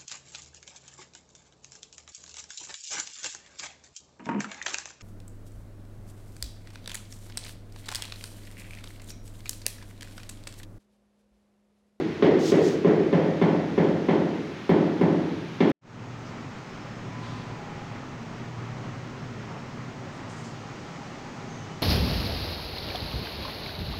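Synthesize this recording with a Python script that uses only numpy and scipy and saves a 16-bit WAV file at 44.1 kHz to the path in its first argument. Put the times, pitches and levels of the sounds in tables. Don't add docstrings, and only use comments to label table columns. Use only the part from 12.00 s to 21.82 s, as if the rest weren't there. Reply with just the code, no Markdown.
import sys
import numpy as np
from scipy import signal
from scipy.fft import rfft, irfft, next_fast_len
from scipy.io import wavfile
from scipy.ndimage import uniform_filter1d, minimum_filter1d

SR = 44100
rng = np.random.default_rng(int(sys.argv[2]) if len(sys.argv) > 2 else 0)


def store_wav(level_fs):
    pcm = np.round(np.clip(np.atleast_2d(level_fs), -1, 1) * 32767)
    wavfile.write(sys.argv[1], SR, pcm.T.astype(np.int16))


N = 433062
TIME = np.arange(N) / SR
CUTOFF_HZ = 15800

# (time [s], level [dB], hollow ring [Hz],
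# ring lift [dB], boom [dB], deep thud [dB], hollow clack [dB], dry knock [dB], edge clack [dB])
BLOWS = [(-0.21, -16.5, 364, 3.5, 3, -5.5, -2.5, -3.5, 3), (0.224, -15.5, 420, 6, 1.5, -6, 1.5, -2, 1.5),
         (0.520, -18, 460, 9, 2, -3.5, 0, -5, 0.5), (0.847, -16.5, 449, 6.5, -1, 0, 1, -2.5, -6),
         (1.128, -17, 554, 1.5, -1, 1, 4.5, -1.5, -4), (1.415, -17, 560, 2, -1.5, 2, -1, 1.5, -2.5),
         (1.778, -17.5, 503, 3, -1, 1.5, 2.5, -1.5, -5), (2.086, -18.5, 389, 3, -5, 0.5, 2, 2, -2),
         (2.693, -17.5, 380, 4.5, 0.5, 2.3, 1, 1, -2.5), (3.012, -19.5, 355, 4.5, 6, 1, 1.5, 2, -6),
         (3.605, -16.5, 301, 5, -4.5, -1.5, -1, -2, 0.5)]
# (low edge [Hz], high edge [Hz])
REGISTERS = [(80, 144), (150, 195), (490, 590), (680, 1240), (2200, 6100)]
# (centre [Hz], width [Hz], lift [dB])
CERAMIC = [(900, 120, 3.5), (1890, 390, 3.5), (3230, 320, 4)]
def tile_blows(room_db=-3, corner_db=2.0, corner_s=0.011, crack_db=-21.5, travel_s=(0.23, 1.465)):
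    t = np.arange(3 * SR // 2) / SR
    corner = 1 + from_db(corner_db) * np.exp(-t / corner_s)
    thuds = [from_db(room_db) * corner * room_thud(t) for _ in range(3)]
    boom = low_boom(t)
    out = np.zeros(N)
    for s, db, ring_hz, ring_db, *stresses_db in BLOWS:
        place = np.interp(s, travel_s, [0, 2])
        shares = np.maximum(1 - abs(np.arange(len(thuds)) - place), 0)
        echoes = np.sqrt(shares) @ thuds + from_db(crack_db + stresses_db[-1]) * crack(t)
        for hz, width_hz, lift_db in CERAMIC:
            echoes = lift(echoes, hz - width_hz / 2, hz + width_hz / 2, lift_db)
        blow = boom + echoes + tile_ring(t, place)
        blow = lift(blow, ring_hz * 0.75, ring_hz * 1.063, ring_db)
        for (low_hz, high_hz), stress_db in zip(REGISTERS, stresses_db):
            blow = lift(blow, low_hz, high_hz, stress_db)
        add(out, s, from_db(db) * blow)
    return out


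# (frequency [Hz], relative level [dB], t60 [s])
TILE_MODES = [(300, -1.5, 0.019), (397, -1, 0.056), (516, -8, 0.092), (760, -12.5, 0.072), (997, -9, 0.078),
              (1747, -25.5, 0.26), (2123, -24.5, 0.14), (2727, -25.5, 0.12), (3480, -24.5, 0.11),
              (3930, -40, 0.27)]
# (delay [s], gain [dB], top [Hz])
ARRIVALS = [(0.0, 0, 6000), (0.0052, -3, 3020), (0.021, -13, 1500), (0.044, -8.5, 900), (0.071, -1, 700),
            (0.104, -11, 900)]
def tile_ring(t, place, stiffening=0.0396, radiate_hz=190, soft_hz=4200):
    early = sum(from_db(db) * butter(ringing(TILE_MODES, np.maximum(t - delay, 0)), top_hz, "low")
                for delay, db, top_hz in ARRIVALS)
    pace = 1 + stiffening * (2 - place)
    ring = np.interp(pace * t, t, early)
    return butter(ring, [radiate_hz, soft_hz], "band", order=4)


def crack(t, band_hz=(750, 2700), top_hz=5500, t60=0.32, snap_db=-1.0, snap_s=0.0086):
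    scatter = butter(rng.standard_normal(len(t)), band_hz, "band")
    snap = 1 + from_db(snap_db) * np.exp(-t / snap_s)
    return rms_one(butter(scatter, top_hz, "low", order=4)) * snap * from_db(-60 * t / t60)


# (frequency [Hz], relative level [dB], t60 [s])
WALL_MODES = [(90.3, -26, 2.5), (114.4, -21, 1.6), (149.3, -15, 1.9), (163.3, -7.8, 1.25),
              (178.3, -8.2, 1.3), (186.8, -8.5, 0.8), (211.3, -9.5, 1.45), (302, -17, 0.8),
              (328, -13, 0.85), (361, -12, 1.0), (424, -11, 0.9), (492, -20, 0.7), (514, -19, 0.7),
              (539, -18.5, 0.8), (560, -19.5, 0.8), (580, -22, 0.7), (719, -25, 0.7)]
# (frequency [Hz], relative level [dB], t60 [s])
BOUNCE_MODES = [(185.35, -0.5, 0.46), (250, 2, 0.049)]
def low_boom(t, low_hz=88):
    return butter(swinging(WALL_MODES, t) + swinging(BOUNCE_MODES, t), low_hz, "high", order=3)


# (frequency [Hz], relative density [dB])
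THUD_SPECTRUM = [(40, -44), (75, -30.5), (122, -23.5), (190, -15.5), (250, -2.5), (350, 2.5), (490, -4.5),
                 (700, -8), (1000, -17), (1400, -23), (2000, -22.5), (2600, -31), (3500, -33.5),
                 (6000, -49.5), (12000, -89)]
# (frequency [Hz], t60 [s])
KITCHEN_DECAY = [(100, 3.7), (180, 2.1), (350, 1.294), (700, 0.97), (2000, 1.19), (5000, 1.2),
                 (12000, 0.35)]
# (frequency [Hz], rise time [s])
BLOOM = [(150, 0.012), (260, 0.01), (400, 0.038), (650, 0.022), (1200, 0.019), (2500, 0.008)]
def room_thud(t):
    edges = 35 * 2 ** (np.arange(27) / 3)
    out, power = 0, 0
    for low, high in zip(edges, edges[1:]):
        hz = np.sqrt(low * high)
        decay = from_db(-60 * t / at_hz(KITCHEN_DECAY, hz))
        bloom = 1 - np.exp(-t / at_hz(BLOOM, hz))
        band = butter(rng.standard_normal(len(t)) * decay, [low, high], "band")
        gain = from_db(at_hz(THUD_SPECTRUM, hz)) * np.sqrt(high - low)
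        out = out + gain * rms_one(band) * np.sqrt(np.mean(decay ** 2)) * bloom
        power += gain ** 2
    return out / np.sqrt(power)


# (peak time [s], level [dB], rise time [s])
BRUSHES = [(0.407, -43, 0.024), (0.462, -37, 0.03), (0.662, -42.5, 0.1)]
# (frequency [Hz], relative density [dB])
CLOTH_SPECTRUM = [(1500, -30.5), (3000, 4), (4500, 6), (6500, 4.5), (8500, -8), (12000, -18.5),
                  (15500, -15.5)]
def cloth_rustle(hold_s=0.027, fall_db_per_s=146, grain_db=1.5):
    power = 0
    for s, db, rise_s in BRUSHES:
        swell = np.clip(1 + (TIME - s) / rise_s, 0, 1)
        fall_db = fall_db_per_s * np.maximum(TIME - s - hold_s, 0)
        power = power + (swell * from_db(db - fall_db)) ** 2
    return np.sqrt(power) * from_db(grain_db * drift(70)) * noise(CLOTH_SPECTRUM)


# (time [s], level [dB], centre [Hz], half-width [octaves], length [s])
SCUFFS = [(1.415, -69, 11800, 0.46, 0.016), (2.688, -40, 47.5, 0.81, 0.03),
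          (2.696, -54, 12030, 0.2, 0.0016), (3.015, -55, 11800, 0.25, 0.0014),
          (3.7, -49, 11000, 0.61, 0.00073), (4.25, -57, 5360, 0.22, 0.035), (5.193, -49, 1900, 1.26, 0.19),
          (7.476, -44.5, 730, 0.72, 0.11), (8.12, -65, 6500, 0.38, 0.05), (8.285, -56, 6000, 0.44, 0.05),
          (8.355, -56.5, 6000, 0.44, 0.06), (8.432, -54, 5940, 0.36, 0.055), (9.483, -58, 6300, 0.06, 0.11)]
def scuffs(tail_db=-13, tail_s=0.037, full_tail_s=0.04, grain_db=0.5):
    t, out = np.arange(SR) / SR, np.zeros(N)
    for s, db, hz, octaves, length_s in SCUFFS:
        band_hz = [hz * 2 ** -octaves, min(hz * 2 ** octaves, CUTOFF_HZ)]
        band = rms_one(butter(rng.standard_normal(len(t)), band_hz, "band", order=3))
        age = 2 * t / length_s
        swell = age * np.exp(1 - age)
        tail_gain = from_db(tail_db) * np.sqrt(min(length_s / full_tail_s, 1))
        tail = tail_gain * np.exp(-t / tail_s) * (1 - np.exp(-age))
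        add(out, s, from_db(db) * (swell + tail) * band)
    return out * from_db(grain_db * drift(60))


# (peak time [s], level [dB], rise and ebb [s], firing [Hz])
ENGINE_SURGES = [(4.1, -41.5, 0.18, 118), (5.22, -41.5, 0.19, 114.6), (6.97, -41, 0.58, 122)]
def engine(unsteady=0.0251, throb_db=1.0, octave_db=-18):
    surges = [from_db(db) / np.cosh((TIME - s) / ebb_s) for s, db, ebb_s, _ in ENGINE_SURGES]
    firing_hz = in_time(ENGINE_SURGES) * (1 + unsteady * drift(18.3))
    phase = 2 * np.pi * np.cumsum(firing_hz) / SR
    drone = np.sin(phase) + from_db(octave_db) * np.sin(2 * phase)
    return np.sqrt(2) * np.max(surges, axis=0) * from_db(throb_db * drift(2.8)) * drone


# (start [s], end [s], pitch [Hz], bend [Hz], level [dB])
HORNS = [(4.05, 4.6, 1314, 3, -57), (4.4, 5.0, 816, 2, -55.5), (4.45, 5.0, 1378, 3, -59),
         (5.08, 5.62, 975, 42, -45), (5.28, 6.25, 817, 3, -48.3), (5.85, 6.28, 1315, 4, -55),
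         (6.2, 6.6, 970, 4, -56), (6.88, 7.14, 550, 4, -52), (8.2, 8.48, 1905, 5, -57),
         (8.45, 10.2, 813, 1, -51)]
# (start [s], end [s], pitch [Hz], bend [Hz], level [dB])
SQUEAKS = [(4.48, 5.2, 5205, 15, -66), (4.7, 4.95, 5205, 30, -63), (7.05, 7.8, 5290, 6, -66),
           (9.47, 9.7, 6100, 70, -63), (9.58, 9.98, 2980, 12, -57)]
def far_tones(rows, waver_hz, scatter=0.36, swell_power=0.35, smear=0.21):
    out, wander = np.zeros(N), drift(27.7)
    in_phase, quadrature = 1 + scatter * drift(13.0), scatter * drift(18)
    for start, end, hz, bend_hz, db in rows:
        span = (TIME > start) & (TIME < end)
        arch = abs(np.sin(np.pi * (TIME[span] - start) / (end - start)))
        pitch_hz = hz + bend_hz * arch + np.hypot(waver_hz, smear * bend_hz) * wander[span]
        phase = 2 * np.pi * np.cumsum(pitch_hz) / SR
        tone = in_phase[span] * np.sin(phase) + quadrature[span] * np.cos(phase)
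        out[span] += from_db(db) * arch ** swell_power * tone
    return out / np.sqrt(1 + 2 * scatter ** 2)


# (frequency [Hz], relative density [dB])
STREET_SPECTRUM = [(25, -16.5), (78, -19.5), (100, -8), (130, -7.5), (160, -7), (240, -11), (400, -11.5),
                   (600, -14.5), (900, -13.5), (1300, -15), (1550, -20), (1900, -20.5), (3600, -31),
                   (6600, -34.5), (8300, -46.5), (10000, -62), (15500, -74)]
STREET_SPLITS_HZ = [316, 877, 1870]
# (centre [Hz], width [Hz], lift [dB])
ROOM_DRONES = [(56, 5, 7), (102.5, 4.3, 8.5), (118.7, 5.1, 4.5), (128.6, 4.8, 6.5), (156, 5.3, 9.5),
               (167, 5.5, 2), (193.7, 5.3, 5), (207, 5, 3), (226.6, 5.1, 9.5), (245.4, 4.4, 8.5),
               (262.4, 4.5, 7.5), (302, 12, 4.5), (382, 11.4, 5)]
# (time [s], lift [dB])
RUMBLE_LIFT = [(4.5, -0.5), (5.5, 2), (7.4, 0.5), (8.2, -3.5), (9.8, -1)]
# (time [s], level [dB])
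TRAFFIC_HISS = [(7.9, -57), (8.8, -54.5)]
def traffic(level_db=-38.5, rumble_top_hz=135, hiss_from_hz=3500, surge_db=0.5, wander_db=0.35):
    rest, wash = noise(STREET_SPECTRUM), 0
    for hz in STREET_SPLITS_HZ:
        low, rest = (butter(butter(rest, hz, kind), hz, kind) for kind in ("low", "high"))
        wash = wash + low * from_db(wander_db * drift(9.3))
    wash = wash + rest * from_db(wander_db * drift(1.5))
    for hz, width_hz, lift_db in ROOM_DRONES:
        wash = lift(wash, hz - width_hz / 2, hz + width_hz / 2, lift_db)
    wash = wash + (from_db(in_time(RUMBLE_LIFT)) - 1) * butter(wash, rumble_top_hz, "low", order=1)
    roar = rms_one(butter(wash, hiss_from_hz, "low", order=4))
    hiss = rms_one(butter(noise(STREET_SPECTRUM), hiss_from_hz, "high", order=4))
    return from_db(level_db + surge_db * drift(5.5)) * roar + from_db(in_time(TRAFFIC_HISS)) * hiss


# (frequency [Hz], relative density [dB])
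ROOM_TONE_SPECTRUM = [(25, -26), (60, -11), (110, 6), (250, -1.5), (500, -6), (1000, -7), (2100, -9.5),
                      (3500, -15), (6500, -25.5), (8200, -39), (11000, -43.5), (15000, -57)]
def room_tone(level_db=-41):
    return from_db(level_db) * noise(ROOM_TONE_SPECTRUM)


# (frequency [Hz], relative density [dB])
MIC_SPECTRUM = [(1000, -19), (14000, -17), (14700, 9), (15800, -0.5)]
def mic_hiss(level_db=-79):
    return from_db(level_db) * noise(MIC_SPECTRUM)


def from_db(db):
    return 10 ** (np.asarray(db) / 20)


def rms_one(x):
    return x / np.sqrt(np.mean(x ** 2) + 1e-20)


def in_time(rows):
    columns = np.transpose(rows)
    return np.interp(TIME, columns[0], columns[-1])


def at_hz(points, hz):
    points_hz, values = np.transpose(points)
    return np.interp(np.log(hz), np.log(points_hz), values)


def butter(x, hz, kind, order=2):
    return signal.sosfilt(signal.butter(order, hz, kind, fs=SR, output="sos"), x)


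def lift(x, low_hz, high_hz, db):
    return x + (from_db(db) - 1) * butter(x, [low_hz, high_hz], "band", order=1)


def add(out, s, sound):
    start = round(s * SR)
    sound = sound[max(-start, 0):N - start]
    out[max(start, 0):max(start, 0) + len(sound)] += sound


def drift(rate_hz):
    step, settle = 40, 2000
    pole = np.exp(-2 * np.pi * rate_hz * step / SR)
    white = rng.standard_normal(N // step + settle + 2)
    slow = signal.lfilter([1], [1, -2 * pole, pole * pole], white)[settle:]
    return np.interp(np.arange(N) / step, np.arange(len(slow)), rms_one(slow))


def noise(spectrum):
    size = next_fast_len(N, True)
    hz = np.maximum(np.fft.rfftfreq(size, 1 / SR), 1)
    coloured = rfft(rng.standard_normal(size)) * from_db(at_hz(spectrum, hz))
    return rms_one(irfft(coloured, size)[:N])


def ringing(modes, t):
    return sum(from_db(db - 60 * t / t60) * np.sin(2 * np.pi * hz * t) for hz, db, t60 in modes)


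def swinging(modes, t):
    return ringing(modes[::2], t) - ringing(modes[1::2], t)


def scene(break_s=3.719, fade_out_s=0.0027, resume_s=3.812, fade_in_s=0.17, floor_db=-70):
    small_sounds = scuffs() + mic_hiss()
    tiling = tile_blows() + cloth_rustle() + room_tone() + small_sounds
    outside = traffic() + engine() + far_tones(HORNS, waver_hz=2.1) + far_tones(SQUEAKS, waver_hz=21.9)
    fade_out = np.clip((break_s - TIME) / fade_out_s, from_db(floor_db), 1)
    fade_in = 1 - np.exp(-np.maximum(TIME - resume_s, 0) / fade_in_s)
    return (tiling * fade_out + (outside + small_sounds) * fade_in)[None]


def record(dry, threshold_db=-12.5, release_db_per_s=150):
    power = np.maximum(uniform_filter1d(dry[0] ** 2, size=300), 1e-12)
    over_db = np.maximum(10 * np.log10(power) - threshold_db, 0)
    release_db = release_db_per_s * TIME
    held_db = np.maximum.accumulate(over_db + release_db) - release_db
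    gain_db = uniform_filter1d(minimum_filter1d(-held_db, size=200), size=200)
    top_cut = signal.ellip(10, 0.1, 90, CUTOFF_HZ, fs=SR, output="sos")
    return signal.sosfilt(top_cut, dry * from_db(gain_db))


dry = scene()
out = record(dry)
store_wav(out)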